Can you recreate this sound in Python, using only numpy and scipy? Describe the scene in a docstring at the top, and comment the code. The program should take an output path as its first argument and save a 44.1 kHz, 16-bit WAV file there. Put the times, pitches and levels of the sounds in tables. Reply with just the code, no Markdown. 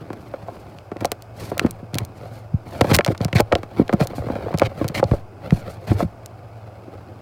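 """Inside a cardboard box, as a cat bats, claws and rubs its way in.
Pads thump, claw tips click and scratch, fur drags over the card in tiny stick-slips.
Each contact crosses the card as a bending wave, treble first, so a tap is a short falling chirp.
The panels boom and ring briefly; ventilation noise and a low room hum lie behind."""
import sys
import numpy as np
from scipy import signal
from scipy.fft import rfft, irfft, next_fast_len
from scipy.io import wavfile
from scipy.ndimage import map_coordinates

SR = 44100
rng = np.random.default_rng(int(sys.argv[2]) if len(sys.argv) > 2 else 0)


def transcribe(u):
    """Save the signal u as a 16-bit wav file named by the first command-line argument.

    u: samples, shape (n,) or (channels, n), limited to [-1, 1]; the rate is SR.
    q: integer samples, one column per channel.
    """
    v = np.clip(np.atleast_2d(u).T, -1, 1)
    q = np.round(v * 32767).astype(np.int16)
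    wavfile.write(sys.argv[1], SR, q)


N = 317961
TIME_S = np.arange(N) / SR

# Table levels are relative.
# ventilation spectrum: f/Hz, level/dB
VENT_SPECTRUM = [(25, -51), (60, 10.5), (110, -20), (200, -3.5), (360, -2), (560, -5.5), (760, -2),
                 (1100, -15.5), (1900, -29), (3000, -27.5), (5000, -38.5), (7500, -35), (11000, -37),
                 (16000, -37.5)]
# air modes of the box: f/Hz, width/Hz, level/dB
AIR_MODES = [(640, 56, -17), (661, 260, -4), (1230, 160, 1), (1487, 260, 6.5), (2160, 170, 5),
             (2520, 92, 6), (4940, 450, 8)]
# hum tones: f/Hz, level/dB
HUM_TONES = [(110, -43.5), (90.4, -49.5), (120, -52.5), (193, -62)]
# steady rubbing as the cat leans in: t/s, level/dB
LEAN_CURVE = [(0, -41.5), (0.6, -40.5), (0.88, -48.5), (1.4, -46), (1.57, -34), (1.78, -46), (2.6, -48),
              (2.9, -35), (3.17, -45.5), (3.7, -40), (4.1, -33), (4.48, -31), (4.72, -37), (5.05, -39.5),
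              (5.28, -51), (5.65, -38), (6.15, -45.5), (7.1, -44)]
# leg sweeps: centre t/s, half-height width/s, rub level/dB, hiss re rub/dB
LEG_SWEEPS = [(0.22, 0.26, -60, -6), (0.58, 0.4, -49, -11), (1.028, 0.079, -35, -35),
              (1.448, 0.12, -37, -4.5), (1.668, 0.096, -31, -30), (1.988, 0.11, -32, -27),
              (2.222, 0.11, -36, -20.5), (2.348, 0.14, -41.5, -12.5), (2.762, 0.15, -31, -17),
              (2.868, 0.077, -22.5, -19), (3.108, 0.031, -19.5, -18.5), (3.225, 0.035, -24, -22),
              (3.582, 0.022, -34.5, -19), (3.792, 0.052, -26, -38), (4.038, 0.023, -43.5, 4),
              (4.172, 0.047, -38.5, -5.5), (4.318, 0.04, -30, -31), (4.808, 0.11, -29, -22),
              (5.128, 0.11, -32.5, -16), (5.462, 0.069, -32.5, -27), (5.568, 0.1, -30.5, -16),
              (5.708, 0.077, -35, -14), (5.952, 0.18, -36, -11), (6.89, .07, -47.5, -33)]
# low friction band: f/Hz, level/dB
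RASP_SPECTRUM = [(40, -15), (100, -5.5), (200, -5), (380, -1), (580, -8.5), (900, -15), (1400, -18.5),
                 (2500, -27), (4300, -30.5), (6500, -42.5)]
# middle friction band: f/Hz, level/dB
SCRATCH_SPECTRUM = [(700, -16.5), (1600, -5.5), (2400, -4.5), (3200, -9.5), (4400, -11), (7000, -22),
                    (12000, -32)]
# high friction band: f/Hz, level/dB
HISS_SPECTRUM = [(1500, -5), (3000, -5), (4800, -2), (7000, -5.5), (11000, -6.5), (15000, -9.5),
                 (17000, -37)]
# paw blows: t/s, level/dB, corner f/Hz, treble roll-off/(dB/oct)
PAW_TAPS = [(0.1025, 24.5, 313, 8.5), (0.1305, 11.5, 202, 3), (0.3377, 23, 525, 10.5), (0.483, 21, 680, 20),
            (0.916, 24, 344, 8.5), (0.9603, 21.5, 378, 12.5), (1.0093, 19.5, 127, 3.5),
            (1.0197, 26.5, 315, 12), (1.0465, 33.5, 610, 15.5), (1.1168, 24, 370, 5.5),
            (1.516, 30.5, 386, 12), (1.6135, 28, 310, 12), (1.6458, 41, 235, 12), (1.6628, 23.5, 225, 4.5),
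            (1.8265, 21, 211, 13.5), (1.9332, 25.5, 148.3, 7.5), (1.952, 31.5, 244, 14),
            (2.014, 24, 120, 7), (2.538, 40, 150, 20.5), (2.8095, 40, 484, 11), (2.8126, 39.5, 129, 11.5),
            (2.8438, 32.5, 380, 9.5), (2.9122, 38, 200, 6), (2.9322, 32, 115, 5), (2.969, 31.5, 115, 7),
            (2.9892, 37, 472, 14), (3.0624, 25, 604, 7), (3.0786, 33.5, 130, 5.5), (3.1008, 34, 422, 22),
            (3.1482, 11.5, 900, 6.5), (3.205, 33, 195, 8.5), (3.2498, 33, 139, 7), (3.2818, 14, 546, 5.5),
            (3.328, 28.5, 121, 4.5), (3.351, 39, 148, 9), (3.3991, 41, 540, 13.5), (3.416, 30.5, 109.4, 20),
            (3.5158, 27.5, 595, 15), (3.5255, 38, 473, 8), (3.529, 36.5, 126, 12), (3.5535, 34, 463, 15.5),
            (3.6315, 19.5, 330, 5), (3.7948, 46, 320, 18.5), (3.812, 37.5, 255, 16),
            (3.8933, 29.5, 477, 10), (3.9272, 32, 310, 6.5), (3.936, 41, 218, 11), (4.0091, 32.5, 140, 5.5),
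            (4.1792, 28.5, 265, 22), (4.1937, 30.5, 103, 27), (4.2648, 28, 245, 16), (4.299, 33, 290, 11),
            (4.3543, 24.5, 305, 8), (4.4624, 26.5, 500, 21), (4.5404, 33.5, 158, 6.5), (4.617, 41, 474, 10),
            (4.629, 28, 113, 22), (4.8116, 36, 284, 12), (4.8433, 29.5, 129, 5), (4.8967, 24.5, 129, 6.5),
            (4.9953, 27, 260, 4.5), (5.0272, 40.5, 598, 19), (5.0435, 32, 119.4, 14),
            (5.1127, 41.5, 116, 8), (5.1135, 30.5, 550, 28), (5.117, 47, 85.4, 13.5),
            (5.1345, 32.5, 510, 18.5), (5.521, 46, 140, 12.5), (5.8997, 38, 114, 20),
            (5.9142, 38, 261, 10.5), (5.94, 32, 102, 24), (6.0035, 31, 766, 14.5), (6.0242, 36.5, 287, 19),
            (6.0426, 32, 141, 13), (6.878, 18, 370, 21), (6.951, 13, 356, 11)]
# response of a furry pad: f/Hz, level/dB
PAD_RESPONSE = [(35, 2), (80, 1), (120, -1), (180, -0.5), (270, -1.5), (500, -3.5), (800, -5.5),
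                (1300, -3.5), (3000, -12.5), (12000, -17.5)]
# claws snapping free: t/s, level/dB, corner f/Hz, treble roll-off/(dB/oct)
CLAW_CLICKS = [(0.7865, -7, 2900, 13.5), (0.968, -6, 2000, 10), (1.007, -8, 2000, 4.5),
               (1.047, 8.5, 1900, 6), (1.0548, 9, 5600, 9.5), (1.1178, 7.5, 1940, 1.5),
               (1.2228, -11, 4200, 3), (1.5798, 0, 2400, 1), (1.5952, 22.5, 2060, 10),
               (1.7096, -0.5, 9000, 7), (1.944, 5.5, 3700, 6.5), (1.9535, -3, 3000, 4),
               (1.985, 12.5, 2520, 3.5), (2.05, -8, 6000, 3), (2.81, 11.5, 3400, 9),
               (2.8139, 18.5, 2000, 8.5), (2.9474, 17, 5070, 6), (2.9646, 7.5, 3600, -1),
               (2.988, 25, 1886, 12.5), (3.0089, 19.5, 1720, 18), (3.0477, 14, 3290, 9.5),
               (3.063, 6, 5050, 11), (3.078, 6, 2400, 11), (3.178, -5, 4760, 12), (3.2145, -0.5, 4200, 15),
               (3.2477, 8.5, 5300, 10), (3.3297, 13.5, 2570, 19), (3.4049, 12.5, 2000, 2),
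               (3.5235, 18, 2060, 15), (3.5532, 16.5, 3000, 14.5), (3.8803, -4, 3400, 11),
               (3.894, 10.5, 1650, 18), (3.936, -7, 4800, 4.5), (4.072, 0.5, 5040, 5),
               (4.5755, -4, 4000, 7), (4.586, 4.5, 4870, 8), (4.5972, 10, 2050, 6), (4.8808, 0, 4200, 2.5),
               (4.886, 2.5, 3970, 5.5), (5.0406, 2.5, 4540, 18), (5.507, 9.5, 1880, 11.5),
               (6.2603, -4, 6800, 8)]
# response of a claw tip: f/Hz, level/dB
TIP_RESPONSE = [(250, 2), (1200, 1), (10000, -1.5), (16000, 0), (18000, -20)]
# claw drags: start t/s, end t/s, bite time/s, rasp level/dB, scratch level/dB, hiss level/dB
CLAW_DRAGS = [(1.382, 1.49, 0.11, -35, -51, -52), (2.896, 2.923, 0.02, -14, -30, -31),
              (2.937, 2.958, 0.016, -18.5, -16.5, -19.5), (3.351, 3.404, 0.0062, -20.5, -26, -33),
              (3.997, 4.033, 0.0083, -18, -38.5, -40), (4.647, 4.672, 0.059, -23, -30.5, -53),
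              (4.943, 4.994, 0.0034, -20, -31, -37), (5.869, 5.923, 0.008, -24, -40.5, -48),
              (5.991, 6.034, 0.034, -21, -47, -42.5)]
# card panel modes: f/Hz, width/Hz, level/dB
PANEL_MODES = [(102, 48.5, 6), (162, 28, -9), (332, 55, -13), (399, 5.7, -23), (555, 81, 0), (700, 43, -1),
               (821, 22, -6), (1070, 22, -2.5), (1293, 120, -15), (1362, 22, -7), (2050, 170, -17.5),
               (2285, 210, -4), (2510, 72, -23), (3300, 70, -26.5), (4110, 70, -20.5), (4280, 360, -8.5),
               (4700, 228, -20)]


def undb(db):
    """Decibels to gain."""
    return 10 ** (np.asarray(db) / 20)


def unit_rms(x):
    """Scale to rms 1."""
    return x / np.sqrt(np.mean(x ** 2))


def bins_hz(size):
    """FFT bin frequencies, floored at 1 Hz."""
    return np.maximum(np.fft.rfftfreq(size, 1 / SR), 1)


def curve_db(f_hz, points):
    """Interpolate (f/Hz, level/dB) points over log frequency."""
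    hz, db = np.transpose(points)
    return np.interp(np.log(f_hz), np.log(hz), db)


def colour(x, points):
    """Filter by (f/Hz, level/dB) points."""
    return irfft(rfft(x) * undb(curve_db(bins_hz(len(x)), points)), len(x))


def wander(rate_hz):
    """Random drift, spread near 1."""
    knots = rng.standard_normal(4096)
    return 1.31 * np.interp(TIME_S * rate_hz, np.arange(len(knots)), knots)


def resonate(x, modes, direct_db):
    """Direct path plus damped modes."""
    f = bins_hz(N)
    response = sum(undb(db) / (1 + 1j * (f * f - hz * hz) / (f * width)) for hz, width, db in modes)
    return irfft(rfft(x) * (undb(direct_db) + response), N)


def ventilation(level_db=-46, waver_db=0.26):
    """Room air noise, coloured by the air in the box."""
    air = resonate(colour(rng.standard_normal(N), VENT_SPECTRUM), AIR_MODES, direct_db=-5.5)
    return unit_rms(air) * undb(level_db + waver_db * wander(3.1))


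def hum(waver_db=1.6, drift_hz=1.25, onset_db=-12, rise_s=1.25):
    """Low wavering tones that grow at first."""
    tones = np.zeros(N)
    for hz, db in HUM_TONES:
        rms = undb(db + waver_db * wander(5))
        phase = 2 * np.pi * np.cumsum(hz + drift_hz * wander(3.9)) / SR
        tones += np.sqrt(2) * rms * np.sin(phase)
    return tones * undb(onset_db * np.clip(1 - TIME_S / rise_s, 0, 1))


def friction(spectrum, slips_per_s, spread_db, judder_db, fold_s=0.0012):
    """Fibres catch and slip: a juddering stream of tiny uneven clicks."""
    slips = (rng.random(N) < slips_per_s / SR) * rng.standard_normal(N)
    slips *= undb(spread_db * np.clip(rng.standard_normal(N), -2, 2))
    slips *= undb(judder_db * wander(90))
    # the nearest fold's echo moves with the paw; the card absorbs its treble
    delay_s = fold_s * np.exp(0.35 * wander(9))
    echo = map_coordinates(slips, [(TIME_S - delay_s) * SR], order=0)
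    echo = colour(echo, [(2500, -4), (5000, -7), (10000, -14)])
    return unit_rms(colour(slips + echo, spectrum))


def lean_db():
    """Steady rubbing level per sample."""
    return np.interp(TIME_S, *np.transpose(LEAN_CURVE))


def fur(lean_rub_db=-3, lean_hiss_db=-30, sweep_db=-2):
    """Leg and chest slide along the opening: dull rub and fine hiss, swelling with each sweep."""
    rub_power = undb(lean_db() + lean_rub_db) ** 2
    hiss_power = undb(lean_db() + lean_hiss_db) ** 2
    for centre_s, width_s, db, hiss_db in LEG_SWEEPS:
        swell = undb(db + sweep_db) * np.hanning(int(2 * width_s * SR))
        start = int((centre_s - width_s) * SR)
        add(rub_power, swell ** 2, start)
        add(hiss_power, (swell * undb(hiss_db)) ** 2, start)
    rub = friction(RASP_SPECTRUM, slips_per_s=2200, spread_db=1, judder_db=2.5)
    hiss = friction(HISS_SPECTRUM, slips_per_s=10000, spread_db=1.5, judder_db=3.5)
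    return np.sqrt(rub_power) * rub + np.sqrt(hiss_power) * hiss


def add(out, x, start):
    """Mix x into out from sample start."""
    a, b = max(start, 0), min(start + len(x), N)
    out[a:b] += x[a - start:b - start]


def contact(t60_s, scatter_db, echo_s, echo_db, size=4096, folds=3):
    """One push, fold echoes and a dying scatter, starting mid-buffer."""
    t = np.arange(size) / SR
    scatter = rng.standard_normal(size) * undb(-60 * t / t60_s) * (1 - np.exp(-10 * t / t60_s))
    push = undb(scatter_db) * scatter / np.linalg.norm(scatter)
    push[0] = 1
    # fold distances vary by spot: each contact has its own hollow colour
    echoes = np.zeros(size)
    signs = rng.choice([-1, 1], folds)
    delays = (echo_s * SR * rng.uniform(0.2, 1, folds)).astype(int)
    echoes[delays] = signs
    push += undb(echo_db) * colour(echoes, [(250, -16.5), (700, -2)])
    return np.pad(push / np.linalg.norm(push), (size, 0))


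def blows(events, surface, bass_db_per_oct, **contact_settings):
    """Contacts rolled off either side of a corner frequency, coloured by the touching surface."""
    force = np.zeros(N)
    for t_s, db, corner_hz, treble_db_per_oct in events:
        f_hz = np.sort(np.append(np.geomspace(30, 18000, 40), corner_hz))
        octaves = np.log2(f_hz / corner_hz)
        rolloff_db = np.minimum(bass_db_per_oct * octaves, -treble_db_per_oct * octaves)
        spectrum = np.column_stack([f_hz, db + rolloff_db + curve_db(f_hz, surface)])
        blow = colour(contact(**contact_settings), spectrum)
        add(force, blow, int(t_s * SR) - len(blow) // 2)
    return force


def toe_taps(count=30, over_lean_db=51, spread_db=3, centre_hz=480, treble_db_per_oct=13):
    """Rows of light random touches, denser and firmer as the cat leans harder."""
    rub_db = lean_db()
    effort = np.cumsum(undb(rub_db) ** 4)
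    jitter, strength, spot = rng.random((count, 3)).T
    onsets = np.searchsorted(effort / effort[-1], (np.arange(count) + jitter) / count)
    levels_db = rub_db[onsets] + over_lean_db + spread_db * (2 * strength - 1)
    corners_hz = centre_hz * 2 ** (spot - 0.5)
    return [(*tap, treble_db_per_oct) for tap in zip(TIME_S[onsets], levels_db, corners_hz)]


def paws():
    """Pads thump low, toes knock higher; a softer push has less treble."""
    return blows(list(PAW_TAPS) + toe_taps(), PAD_RESPONSE, bass_db_per_oct=11,
                 t60_s=0.04, scatter_db=-6.5, echo_s=0.006, echo_db=-5.5)


def claws():
    """Hard tips click briefly; a blunter catch has less treble."""
    return blows(CLAW_CLICKS, TIP_RESPONSE, bass_db_per_oct=8,
                 t60_s=0.027, scatter_db=-18, echo_s=0.0018, echo_db=-7.5)


def scratches(release_s=0.007, band_gains_db=(-2, -1, 0)):
    """Short hard claw drags: bite, hold, let go."""
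    envelopes = np.zeros((3, N))
    for start_s, end_s, bite_s, *bands_db in CLAW_DRAGS:
        ramps = np.minimum((TIME_S - start_s) / bite_s, (end_s - TIME_S) / release_s)
        grip = np.clip(ramps + 0.5, 0, 1)
        envelopes += np.outer(undb(np.add(bands_db, band_gains_db)), grip)
    return sum(envelope * friction(spectrum, slips_per_s=3100, spread_db=4, judder_db=3)
               for envelope, spectrum in zip(envelopes, (RASP_SPECTRUM, SCRATCH_SPECTRUM, HISS_SPECTRUM)))


def bending_wave(force, lag_s, ref_hz=500, dispersion=0.75):
    """Bass arrives last: group delay is lag_s * (ref_hz / f) ** dispersion."""
    size = next_fast_len(N + SR)
    power = 1 - dispersion
    phase = 2 * np.pi * lag_s * ref_hz * (bins_hz(size) / ref_hz) ** power / power
    return irfft(rfft(force, size) * np.exp(-1j * phase), size)[:N]


def box(taps_and_drags, clicks):
    """Taps and drags take a long path through the card, clicks a short one; both ring the panels."""
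    waves = bending_wave(taps_and_drags, lag_s=0.0035) + bending_wave(clicks, lag_s=0.0009)
    return resonate(waves, PANEL_MODES, direct_db=-2)


def scene():
    """The cat through the box, the room behind; mono."""
    cat = box(paws() + scratches() + fur(), claws())
    return (cat + ventilation() + hum())[None]


def record(dry, ceiling=0.98, cutoff_hz=16300):
    """Round the loudest peaks, then low-pass."""
    rounded = dry / (1 + (dry / ceiling) ** 6) ** (1 / 6)
    lowpass = signal.ellip(8, 0.2, 70, cutoff_hz, fs=SR, output="sos")
    return signal.sosfilt(lowpass, rounded)


dry = scene()
out = record(dry)
transcribe(out)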